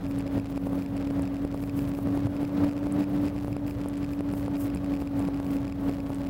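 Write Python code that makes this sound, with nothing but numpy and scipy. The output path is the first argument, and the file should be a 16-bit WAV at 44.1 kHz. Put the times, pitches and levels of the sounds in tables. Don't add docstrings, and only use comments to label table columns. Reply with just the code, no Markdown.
import sys
import numpy as np
from scipy import signal
from scipy.fft import rfft, irfft
from scipy.io import wavfile
from scipy.ndimage import uniform_filter1d

SR = 44100
rng = np.random.default_rng(int(sys.argv[2]) if len(sys.argv) > 2 else 0)


def transcribe(signal):
    frames = np.atleast_2d(signal).T
    limited = np.clip(frames, -1, 1)
    pcm = np.round(limited * 32767).astype(np.int16)
    wavfile.write(sys.argv[1], SR, pcm)


def gain_from_db(level_db):
    decades = np.asarray(level_db, float) / 20
    return 10 ** decades


N = 277406


def evened(x):
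    return x / np.sqrt(np.mean(x ** 2) + 1e-20)


def curve(rows, column=1):
    columns = np.transpose(rows)
    return np.interp(np.arange(N) / SR, columns[0], columns[column])


def swells(rows, rest_db):
    centre_s, half_s, peak_db = np.transpose(rows)[:, :, None]
    t = np.arange(0, N + 64, 64) / SR
    each_db = peak_db - 12 * abs((t - centre_s) / half_s) ** 1.3
    return np.interp(np.arange(N) / SR, t, np.maximum(each_db.max(0), rest_db))


def wander(rate_hz):
    steps = rng.standard_normal(N // 64 + 2)
    smooth = signal.sosfiltfilt(signal.butter(2, rate_hz, fs=SR / 64, output="sos"), steps)
    return evened(np.interp(np.arange(N), np.arange(len(steps)) * 64, smooth))


def resonate(x, hz, width_hz):
    turn = np.exp(2j * np.pi * hz * np.arange(N) / SR)
    r = np.exp(-np.pi * width_hz / SR)
    return 2 * (turn * signal.lfilter([1 - r], [1, -r], x / turn)).real


def resonant_noise(hz, width_hz):
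    once = resonate(rng.standard_normal(N), hz, width_hz)
    return evened(resonate(once, hz, width_hz))


# f/Hz, density/dB
ROAR_SPECTRUM = [(13, -46), (22, -30), (103, -5.5), (189, -5), (229, -4), (263, -8), (286, -4.5),
                 (328, -10), (366, -12.5), (569, -12.5), (792, -20), (5030, -44.5), (6270, -50.5),
                 (14700, -69), (16000, -37)]


def roar():
    frames, hz = N // 128 + 5, np.fft.rfftfreq(512, 1 / SR)
    real, imag, patches = rng.standard_normal((frames, 257, 3)).T
    patches = evened(uniform_filter1d(uniform_filter1d(patches, 10, 0), 12, 1))
    flicker = evened(uniform_filter1d(rng.standard_normal(frames), 3))
    flicker = flicker * np.clip(hz / 3000, 0, 1)[:, None]
    spectra = (real + 1j * imag) * gain_from_db(0.39 * patches + 2.2 * flicker)
    shaken = signal.istft(spectra, nperseg=512, noverlap=384)[1][:N]
    f, db = np.transpose(ROAR_SPECTRUM)
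    log_hz = np.log(np.fft.rfftfreq(N, 1 / SR) + 1)
    colour = gain_from_db(np.interp(log_hz, np.log(f + 1), db))
    return gain_from_db(-36.5) * evened(irfft(rfft(shaken) * colour, N))


# f/Hz, width/Hz, level/dB
PANEL = (568, 24, -52)


def panel_buzz():
    hz, width_hz, db = PANEL
    return gain_from_db(db) * resonant_noise(hz, width_hz)


# t/s, level/dB, f/Hz
TICKS = [(0.1884, -35, 8900), (.969, -42.5, 8500), (1.2216, -37.5, 8350), (2.9233, -34.5, 8330),
         (3.8855, -32, 9250), (3.8888, -40, 7800), (3.975, -40, 7900), (4.3261, -40, 8950),
         (4.452, -44, 7800), (4.7486, -35, 8700), (4.845, -47, 8100), (4.7575, -58, 7600),
         (5.1935, -41, 8100), (6.1458, -35, 8200)]


def ticks():
    t, out = np.arange(300) / SR, np.zeros(N + 300)
    low = (t / .00022) * np.exp(1 - t / .00022) + .03 * np.exp(-t / .0015)
    high = .6 * (t / .0003) * np.exp(1 - t / .0003) + .02 * np.exp(-t / .0015)
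    for s, db, hz in TICKS:
        tap = low * np.sin(2 * np.pi * hz * t) + high * np.sin(2.44 * np.pi * hz * t)
        at = round(s * SR)
        out[at:at + 300] += gain_from_db(db) * tap
    return out[:N]


# f/Hz, level/dB, ring length/s (60 dB down after 0.42 of it)
PARTS = [(6500, -11, .04), (8720, -9, .05), (10300, -8, .08), (11500, -10, .06), (12600, -6, .1),
         (13300, -7, .08), (14200, -6, .08), (14600, -8, .06), (15270, -1, .1), (15640, -4, .08)]
# centre t/s, half length/s, level/dB
SHAKES = [(.09, 0.11, -56), (.34, 0.046, -54), (.51, 0.051, -52), (.75, 0.29, -53.5), (1.62, 0.095, -49),
          (1.79, 0.098, -46.5), (1.89, 0.021, -48), (1.98, 0.046, -46), (2.015, 0.037, -49),
          (2.16, .06, -56), (2.45, 0.11, -56), (3.27, 0.24, -58), (3.46, .08, -47.5), (3.71, 0.07, -48),
          (4.13, .08, -52), (4.38, 0.068, -45.5), (4.62, 0.039, -37.5), (4.92, 0.0083, -63),
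          (5.01, .025, -46), (5.46, 0.074, -50), (5.54, 0.052, -48.5), (6.2, 0.93, -56.5)]


def jingle():
    t, rings = np.arange(6000) / SR, np.zeros(N)
    knocks_per_s, threshold_db = 90, -64
    shake = gain_from_db(swells(SHAKES, rest_db=-61.5) + 3.4 * wander(51.0))
    clash = np.maximum(shake - gain_from_db(threshold_db), 0)
    for hz, db, ring_s in PARTS:
        strength = gain_from_db(3.5 * np.minimum(rng.exponential(1, N), 4))
        knocks = strength * (rng.random(N) < knocks_per_s / SR)
        ring = gain_from_db(db - 60 * t / (0.42 * ring_s)) * np.sin(2 * np.pi * hz * t)
        rings += signal.oaconvolve(evened(knocks) * clash, ring)[:N]
    rustle = signal.sosfilt(signal.butter(2, 7000, "high", fs=SR, output="sos"), rng.standard_normal(N))
    rustle += 0.51 * signal.sosfiltfilt(signal.butter(2, 13500, "high", fs=SR, output="sos"), rustle)
    return gain_from_db(-37.5) * rings + (gain_from_db(-7.5) * shake + gain_from_db(-71.5)) * rustle


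# t/s, f/Hz
HUM = [(0.0, 272.9), (0.07, 278.8), (0.59, 276.4), (1.12, 279.7), (1.3, 277.4), (1.45, 281.1),
       (2.03, 280.7), (2.5, 286.2), (2.8, 286.3), (2.94, 290.2), (3.5, 288.0), (3.94, 284.6), (4.35, 285.0),
       (5.54, 279.1), (5.88, 279.4), (6.29, 277.2)]


def hum_turns():
    return np.cumsum(curve(HUM)) / SR


# f/Hz, width/Hz, level/dB
TRACK = [(106, 13, -3), (128, 25, -7), (75, 30, -9)]
# centre t/s, half length/s, loss/dB
SLIPS = [
    (.85, .4, 3),
    (1.18, 0.089, 14),
    (2.5, 0.55, 9),
    (2.98, .06, 20),
    (5.04, 0.056, 5),
    (5.19, 0.053, 3),
    (5.45, .07, 11),
]
# centre t/s, half length/s, level/dB
BUMPS = [(.12, 0.14, -34), (.39, 0.3, -37), (.65, .3, -45), (1.2, 0.081, -27), (1.75, 0.24, -32.5),
         (2.05, 0.46, -35.5), (2.26, .07, -27), (2.44, 0.099, -31), (2.95, 0.22, -46), (3.52, 0.23, -33.5),
         (3.75, 0.1, -35), (4.08, 0.21, -37), (4.43, 0.12, -32), (4.79, 0.058, -29), (5.03, .05, -35),
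         (5.5, 0.99, -40), (5.88, 0.07, -38), (6.2, 0.27, -45)]


def tracks():
    fuzz = sum(gain_from_db(db) * resonant_noise(hz, width_hz) for hz, width_hz, db in TRACK)
    throb_db = -44.5 - swells(SLIPS, rest_db=0)
    sprocket_per_hum = .192
    throb = np.sqrt(2) * gain_from_db(throb_db) * np.sin(2 * np.pi * sprocket_per_hum * hum_turns())
    lumps_db = .65 * swells(BUMPS, rest_db=-44) - 14.5
    eased_db = -.8 * uniform_filter1d(gain_db(), size=SR // 8)
    return gain_from_db(eased_db) * (throb + gain_from_db(lumps_db) * evened(fuzz))


# t/s, pitch factor/1, level/dB
WHINE = [
    (0, .995, -62),
    (2, 1.0, -60),
    (3, 1.02, -59),
    (4.3, 1.01, -60),
    (4.8, 1.003, -56),
    (6.29, .993, -56),
]
GEAR_HZ = [866, 1122, 752]


def gear_whine():
    out = np.zeros(N)
    for hz, db in zip(GEAR_HZ, (1, -1, -2)):
        phase = 2 * np.pi * np.cumsum(hz * curve(WHINE)) / SR + .3 * wander(9.0)
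        out += gain_from_db(curve(WHINE, column=2) + db + 1.76 * wander(17.0)) * np.sin(phase)
    return out


# multiple of firing rate/1, level/dB
ORDER_DB = [(1, -49.5), (2, -41), (3, -30.5), (6, -54.5), (8, -74)]


def engine():
    firings = hum_turns() / 3
    out = np.zeros(N)
    for k, db in ORDER_DB:
        phase = 2 * np.pi * k * firings + 0.004 * k * wander(21.0)
        out += np.sqrt(2) * gain_from_db(db + 1.2 * wander(6.7)) * np.sin(phase)
    return out


def scene():
    return (roar() + panel_buzz() + ticks() + jingle() + tracks() + gear_whine() + engine())[None]


def on_hum(rows, lead):
    rows, turns, t = np.array(rows, float), hum_turns(), np.arange(N) / SR
    place = .5 * (rows[:, 1] < 0) - lead
    cycle = np.round(np.interp(rows[:, 0], t, turns) - place)
    return np.c_[np.interp(cycle + place, turns, t), rows[:, 1:]]


def stairs(times_s, signs):
    at, out = np.asarray(times_s) * SR, np.zeros(N + 2)
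    np.add.at(out, at.astype(int), signs * (1 - at % 1))
    np.add.at(out, at.astype(int) + 1, signs * (at % 1))
    return out[:N]


CLIMB_S, CLIMB_SHARE = .0065, .8
NIP_LUCK = rng.random((800, 3))
# start t/s, length/s
LULLS = [(.28, .095), (.58, .085), (.88, .08), (1.14, .05), (1.38, .07), (1.7, .085), (2.0, .07),
         (2.11, .065), (2.33, .1), (2.51, .135), (2.875, .13), (3.06, .09), (3.19, .06), (3.57, .085),
         (3.715, .05), (3.99, .04), (4.21, .075), (4.705, .05), (4.87, .045), (5.03, .04), (5.11, .09),
         (5.76, .13), (6.01, .05)]


def nips():
    soonest_s, mean_further_s, stairs_allowed, most_cut = .004, .007, 5, 3
    gap, weak, sign = NIP_LUCK.T
    s = np.cumsum(soonest_s - mean_further_s * np.log(gap))
    start, length = np.transpose(LULLS)[:, :, None]
    in_lull = ((s > start) & (s < start + length)).any(0)
    live = ~in_lull & (s < N / SR - .01)
    small = [(t, 0, stairs_allowed * w, 2 * g - 1) for t, w, g in zip(s[live], weak[live], sign[live])]
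    deep = [(row[0], abs(row[1]) + sum(row[2:]), 0, 0) for row in CUTS + SLAMS]
    rows, height, last_s = [], 0, 0
    for t, cut, allowed, side in sorted(small + deep):
        now = height + CLIMB_SHARE * ((t - last_s) // CLIMB_S)
        if not cut:
            excess = now - allowed
            cut = min(np.ceil(excess), np.ceil(most_cut * side ** 2) + excess // stairs_allowed)
        if cut > 0:
            height, last_s = now - cut, t
            if side:
                rows.append((t, np.sign(side) * cut))
    return np.array(rows)


# t/s, stairs/1 signed as the click
CUTS = [(0.0657, 5), (0.2054, -4), (0.2757, 4), (0.3963, -6), (0.8237, 5), (0.8606, 4), (1.072, 4),
        (1.2745, -5), (1.6956, 6), (1.7903, 4), (1.9509, -4), (2.3644, 4), (2.4514, 5), (2.694, -4),
        (3.0089, 5), (3.0409, -6), (3.2843, 5), (3.5285, -5), (3.6805, 4), (3.7095, -5), (4.0456, -5),
        (4.1329, -7), (4.5678, 4), (4.7007, 4), (4.771, 6), (4.9394, 5), (5.0731, 5), (5.5672, -4),
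        (5.6788, -5), (5.7232, 5)]
# t/s, quick signed stairs/1, slower stairs after/1
SLAMS = [(0.3787, -5, 2), (0.5754, 5, 3), (0.6706, 6, 0), (0.7308, 5, 0), (1.1079, 4, 1), (1.1929, 5, 2),
         (1.4511, 9, 2), (1.5451, 5, 0), (1.639, 2, 4), (1.9873, -5, 0), (2.071, 4, 1), (2.1766, 6, 2),
         (2.2697, 5, 0), (2.4321, -7, 1), (2.6466, 7, 4), (2.87, 6, 1), (3.445, 4, 1), (3.4826, 5, 0),
         (3.5663, -5, 3), (3.8603, -5, 0), (4.2076, -4, 1), (4.3367, -4, 3), (4.481, -5, 0),
         (4.7592, -2, 3), (5.023, -5, 1), (5.204, -5, 1), (5.2874, 6, 0), (5.4017, 4, 1), (5.8945, 4, 4),
         (6.1041, 5, 0)]


def cut_trains():
    quick_s, stair_s = .0001, .0004
    cuts, slams = on_hum(np.r_[CUTS, nips()], lead=0), on_hum(SLAMS, lead=.11)
    slow, quick = [], []
    for s, n in cuts:
        slow += [(s + k * stair_s, np.sign(n)) for k in range(abs(int(n)))]
    for s, n, after in slams:
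        quick += [(s + k * quick_s, np.sign(n)) for k in range(abs(int(n)))]
        end_s = s + (abs(n) - 1) * quick_s
        slow += [(end_s + (k + 1) * stair_s, np.sign(n)) for k in range(int(after))]
    return stairs(*np.transpose(slow)), stairs(*np.transpose(quick))


def climb_train(cuts):
    n = np.arange(N)
    since = (n - np.maximum.accumulate(n * (cuts > 0))) / (CLIMB_S * SR)
    return np.maximum(np.diff(np.floor(since), prepend=0), 0)


# t/s, level/dB
DRIFT = [(0.0, -28), (0.36, -24.5), (0.45, -30.5), (0.62, -25.5), (.75, -24.5), (0.9, -29.5), (1.15, -23),
         (1.5, -29), (1.9, -25.5), (2.4, -24), (2.65, -24.5), (3.1, -22), (3.4, -28), (4.4, -27),
         (4.62, -25), (4.82, -27), (5.2, -25), (6.29, -27.5)]


def gain_db():
    stair_db = .64
    slow, quick = (abs(train) for train in cut_trains())
    level = np.cumsum(CLIMB_SHARE * climb_train(slow + quick) - slow - 0.74 * quick)
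    level = level - uniform_filter1d(level, size=SR // 2, mode="nearest")
    return stair_db * level + curve(DRIFT) + 25


def settle(clicks):
    stages = [signal.butter(1, hz, "high", fs=SR, output="sos") for hz in (320, 50)]
    return signal.sosfilt(np.concatenate(stages), np.cumsum(clicks))


def gain_clicks():
    slow, quick = cut_trains()
    pressure = np.clip(0.22 * wander(35.0), -1, 1)
    climbs = climb_train(abs(slow) + abs(quick)) * pressure
    thuds = signal.sosfilt(signal.butter(2, 1500, fs=SR, output="sos"), quick)
    clicks = gain_from_db(-31.5) * settle(slow + .9 * quick + .85 * thuds + climbs)
    return signal.sosfilt(signal.butter(1, 11000, fs=SR, output="sos"), clicks)


def top_cut(x):
    return signal.sosfilt(signal.butter(12, 16690, fs=SR, output="sos"), x)


def record(dry):
    taken = dry * gain_from_db(gain_db()) + gain_clicks()
    low_pass = signal.firwin(801, 15850, window=("kaiser", 9), fs=SR)
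    taken = signal.oaconvolve(taken, low_pass[None], "same")
    return top_cut(taken)


dry = scene()
out = record(dry)
transcribe(out)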